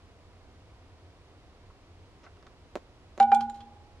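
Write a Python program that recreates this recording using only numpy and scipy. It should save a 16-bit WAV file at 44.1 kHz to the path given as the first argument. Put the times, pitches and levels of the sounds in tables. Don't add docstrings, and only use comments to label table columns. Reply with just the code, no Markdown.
import sys
import numpy as np
from scipy import signal
from scipy.fft import rfft, irfft
from scipy.io import wavfile

SR = 44100
rng = np.random.default_rng(int(sys.argv[2]) if len(sys.argv) > 2 else 0)


def wrap_up_sound(samples):
    columns = np.atleast_2d(samples).T
    tamed = np.clip(columns, -1, 1)
    steps = np.round(tamed * 32767).astype(np.int16)
    wavfile.write(sys.argv[1], SR, steps)


N = 176400
TIME = np.arange(N) / SR
FREQS = np.maximum(np.arange(N // 2 + 1) * SR / N, 1e-3)


def from_db(db):
    return 10 ** (np.asarray(db) / 20)


def rms_one(x):
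    return x / np.sqrt(np.mean(x ** 2) + 1e-20)


def at_hz(points):
    hz, value = np.transpose(points)
    return np.interp(np.log(FREQS), np.log(hz), value)


def colour(x, tone):
    cepstrum = irfft(np.log(rms_one(from_db(at_hz(tone)))), N)
    cepstrum[1:N // 2] *= 2
    cepstrum[N // 2 + 1:] = 0
    return irfft(rfft(x) * np.exp(rfft(cepstrum)), N)


def keep_band(x, side, hz, order):
    return signal.sosfilt(signal.butter(order, hz, side, fs=SR, output="sos"), x)


def swell(peak_s, rise_s, decay_s):
    distance = np.maximum((peak_s - TIME) / rise_s, (TIME - peak_s) / decay_s)
    return np.exp(-np.minimum(distance, 40))


def clicks(rows):
    return irfft(sum(from_db(db) * np.exp(-2j * np.pi * FREQS * s) for s, db in rows), N)


def ring(hz, ring_s, build_cycles=.7):
    t = TIME[:SR]
    fade = np.exp(-np.log(1000) * t / ring_s)
    build = 1 - np.exp(-(hz * t / build_cycles) ** 2)
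    return np.sin(2 * np.pi * hz * t) * fade * build


def convolve(x, response):
    return signal.fftconvolve(x, response)[:N]


def delay(x, s):
    return irfft(rfft(x) * np.exp(-2j * np.pi * FREQS * s), N)


# delay_s, level_db
DIRT_ECHOES = [(.0053, 2.5), (.0083, -9), (0.0168, -8.5)]
# delay_s, level_db
BAT_ECHOES = [(.00505, -6)]

def open_field(x, echoes, pan_db, left_leads_s, scatter_db, echo_cut_hz=1840, tail_s=.11):
    dull = signal.sosfiltfilt(signal.butter(1, echo_cut_hz, fs=SR, output="sos"), x)
    near = x + sum(from_db(db) * delay(dull, s) for s, db in echoes)
    left = near * from_db(pan_db / 2)
    right = delay(near, left_leads_s) * from_db(-pan_db / 2)
    scatter = rng.standard_normal((2, SR)) * np.exp(-np.log(1000) * TIME[:SR] / tail_s)
    scatter = keep_band(scatter, "low", hz=7100, order=1)
    tail = np.array([convolve(x, side / np.linalg.norm(side)) for side in scatter])
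    return np.array([left, right]) + from_db(scatter_db) * tail


# pitch_hz, relative_db
TRAFFIC_TONE = [(13, -30), (22, -3), (92, -1.5), (114, -8.5), (213, -15), (302, -12), (466, -14),
                (505, -13.5), (548, -17.5), (717, -15), (844, -20), (992, -18.5), (1750, -26.5),
                (1950, -25), (4750, -31), (10700, -46), (14000, -57.5)]
# pitch_hz, likeness (0 = unrelated, 1 = the same)
TRAFFIC_LIKENESS = [(25, 0.43), (70, 1), (280, 0.94), (620, 0.94), (1340, 0.72), (2900, 0.45), (6000, .05),
                    (13000, .02)]

def traffic(wash_db=-55.5, top_hz=12400, pan_db=-1.0, hum_db=-61.5, hum_hz=88.6, hum_width_hz=7):
    shared, apart, drone = rfft(rng.standard_normal((3, N)))
    alike = at_hz(TRAFFIC_LIKENESS)
    stereo_noise = np.sqrt(1 + alike) * shared + np.sqrt(1 - alike) * apart * [[1], [-1]]
    wash = stereo_noise * from_db(at_hz(TRAFFIC_TONE)) * (FREQS < top_hz)
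    left, right = from_db(wash_db) * rms_one(irfft(wash, N))
    narrow_band = drone / (1 + ((FREQS - hum_hz) / hum_width_hz) ** 2)
    hum = from_db(hum_db) * rms_one(irfft(narrow_band, N))
    return np.array([delay(left, s=.0001) * from_db(pan_db / 2), right * from_db(-pan_db / 2)]) + hum


# peak_s, level_db, rise_s, decay_s
SCUFFS = [(2.242, -55.5, 0.011, 0.021), (2.369, -55, 0.0007, 0.0019), (2.427, -52, 0.00071, 0.0013),
          (2.4677, -46.5, 0.0009, 0.0024)]
# pitch_hz, relative_db
SCUFF_TONE = [(300, 4.5), (1300, 8.5), (3000, -2.5), (6000, -5), (9000, -30), (14000, -32)]
# peak_s, level_db
FAR_KNOCKS = [(1.7005, -56), (2.265, -44)]
# pitch_hz, relative_db
FAR_KNOCK_TONE = [(300, -12), (800, 0.5), (1400, 9), (2200, -11), (5000, -42)]

def players():
    scuff_shape = sum(from_db(db) * swell(s, rise, decay) for s, db, rise, decay in SCUFFS)
    knock_shape = sum(from_db(db) * swell(s, rise_s=.00064, decay_s=.0039) for s, db in FAR_KNOCKS)
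    scuffs = colour(scuff_shape * rng.standard_normal(N), SCUFF_TONE)
    knocks = colour(knock_shape * rng.standard_normal(N), FAR_KNOCK_TONE)
    return keep_band(scuffs + knocks, "low", hz=8500, order=4)


# start_s, thud_db, grit_db
BOUNCES = [(2.7554, -8.5, -40), (3.1778, -18, -49)]
# pitch_hz, relative_db
THUD_TONE = [(90, -43.5), (200, -6), (370, -2), (620, 0), (1000, -11), (2000, -17), (4000, -25.5),
             (8000, -48.5), (14000, -66.5)]
# pitch_hz, relative_db
GRIT_TONE = [(200, -34), (1000, 8.5), (2500, -15.5), (4000, -4.5), (6500, -4), (9000, -16.5),
             (14000, -23.5)]

def ball_on_dirt(grit_leads_s=.00013, spray_db=-13):
    thuds = colour(clicks([(s, db) for s, db, _ in BOUNCES]), THUD_TONE)
    grit_shape = 0
    for start_s, _, grit_db in BOUNCES:
        crunch = swell(start_s - grit_leads_s, rise_s=.00039, decay_s=.00046)
        spray = from_db(spray_db) * swell(start_s, rise_s=.0004, decay_s=.014)
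        grit_shape += from_db(grit_db) * (crunch + spray)
    return thuds + colour(grit_shape * rng.standard_normal(N), GRIT_TONE)


# peak_s, level_db, treble_db, rise_s, decay_s, ping_hz
CLACKS = [(3.201, -26, -5.5, 0.00075, 0.0017, 3960), (3.2283, -37, -5.5, 0.0022, 0.0034, 4560),
          (3.3193, -36.5, -9.5, .0004, 0.0042, 3960), (3.3490, -38.5, 8, .003, 0.001, 3480),
          (3.4062, -44.5, -5.5, .0005, 0.0052, 4120), (3.4101, -38, -6.5, .0005, 0.0016, 5518),
          (3.42, -56.5, -0.5, .006, 0.016, 5518), (3.499, -39, 3, .0005, 0.0004, 5518),
          (3.545, -60.5, 0.5, 0.0032, 0.032, 4120), (3.605, -48, -17, 0.00061, 0.007, 3480)]
# pitch_hz, relative_db
WALL_NOTES = [(2980, -19.5), (3250, 0.5), (3480, -2), (3960, -23), (4120, -3), (4560, -35.5), (4850, -12),
              (5150, -7), (5518, 0.5), (6300, -14), (6900, 10.5), (7350, 1), (8030, 2), (8680, -12),
              (9300, -3.5), (10600, 4), (12000, 3), (12800, 2)]
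# pitch_hz, relative_db
CLACK_TONE = [(300, -4), (1200, -1), (2400, -9), (3600, -1.5), (5500, -9.5), (8000, -12), (11000, -15),
              (14000, -21)]

def barrels_clacking(wall_db=-40.5, spread_db=3.5, ping_db=12.5, ping_width_hz=230):
    grit = rng.standard_normal(N)
    treble = irfft(rfft(grit) * at_hz([(3500, 0), (7500, 1)]), N)
    walls = np.array([from_db(db + wall_db) * ring(hz, ring_s=.03) for hz, db in WALL_NOTES])
    wall_hz = np.array(WALL_NOTES)[:, 0]
    clacks = 0
    for peak_s, level_db, treble_db, rise_s, decay_s, ping_hz in CLACKS:
        noise = grit + (from_db(treble_db) - 1) * treble
        force = noise * from_db(level_db) * swell(peak_s, rise_s, decay_s)
        mix_db = spread_db * rng.uniform(-1, 1, len(walls))
        boost_db = ping_db * np.exp(-((wall_hz - ping_hz) / ping_width_hz) ** 2)
        clacks += force + convolve(force, from_db(mix_db + boost_db) @ walls)
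    return colour(clacks, CLACK_TONE)


# pitch_hz, relative_db
BALL_KNOCK_TONE = [(120, -21), (230, -18), (420, 2), (680, 5.5), (1100, -3), (1500, 4), (2100, -11),
                   (3200, -16), (6000, -34.5), (14000, -42)]

def ball_on_bats(blows, level_db=-4.5, squash_s=.00049):
    pushes = clicks([(start_s + squash_s, level_db) for start_s, *_ in blows])
    return keep_band(colour(pushes, BALL_KNOCK_TONE), "high", hz=190, order=3)


# start_s, first_bat_db, second_bat_db, third_bat_db
BLOWS = [(3.20077, 0, -.1, -17.6), (3.31776, -2.5, 0, 0)]
# pitch_hz, level_db, ring_s
FIRST_BAT_NOTES = [(230.8, -37.6, .95), (443, -36, .06), (630, -31, .04), (774.5, -18.8, .09),
                   (792, -12.2, .24), (1220, -46, .16), (2034, -40, .05), (2303.8, -40.5, .2)]
SECOND_BAT_NOTES = [(807.7, -21.2, .73), (1463.4, -38.5, .52), (2968, -62, .45)]
THIRD_BAT_NOTES = [(235, -47.2, 1.25), (824.4, -18.2, .38), (830, -48, 2.1), (1427, -41.5, .42),
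                   (2382.2, -38, .16), (3303, -60, .2)]

def bats_ringing(settle_start_s=3.49, settle_takes_s=.06, settle_loss_db=1.4):
    bats = [(FIRST_BAT_NOTES, -1), (SECOND_BAT_NOTES, 1), (THIRD_BAT_NOTES, 1)]
    ringing = 0
    for bat, (notes, direction) in enumerate(bats):
        pushes = clicks([(start_s, levels_db[bat]) for start_s, *levels_db in BLOWS])
        chord = sum(from_db(db) * ring(hz, ring_s) for hz, db, ring_s in notes)
        ringing += direction * convolve(pushes, chord)
    settled = np.clip((TIME - settle_start_s) / settle_takes_s, 0, 1)
    return ringing * from_db(-settle_loss_db * settled)


def scene():
    rings = open_field(bats_ringing(), BAT_ECHOES, pan_db=-.9, left_leads_s=.00004, scatter_db=-16)
    hits = ball_on_bats(BLOWS) + barrels_clacking()
    hits = open_field(hits, BAT_ECHOES, pan_db=-2.0, left_leads_s=.00004, scatter_db=-9.5)
    infield = ball_on_dirt() + players()
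    infield = open_field(infield, DIRT_ECHOES, pan_db=-1.9, left_leads_s=.00001, scatter_db=-9.5)
    return rings + hits + infield + traffic()


def record(dry):
    return signal.sosfilt(signal.cheby2(14, 60, 15000, fs=SR, output="sos"), dry)


dry = scene()
out = record(dry)
wrap_up_sound(out)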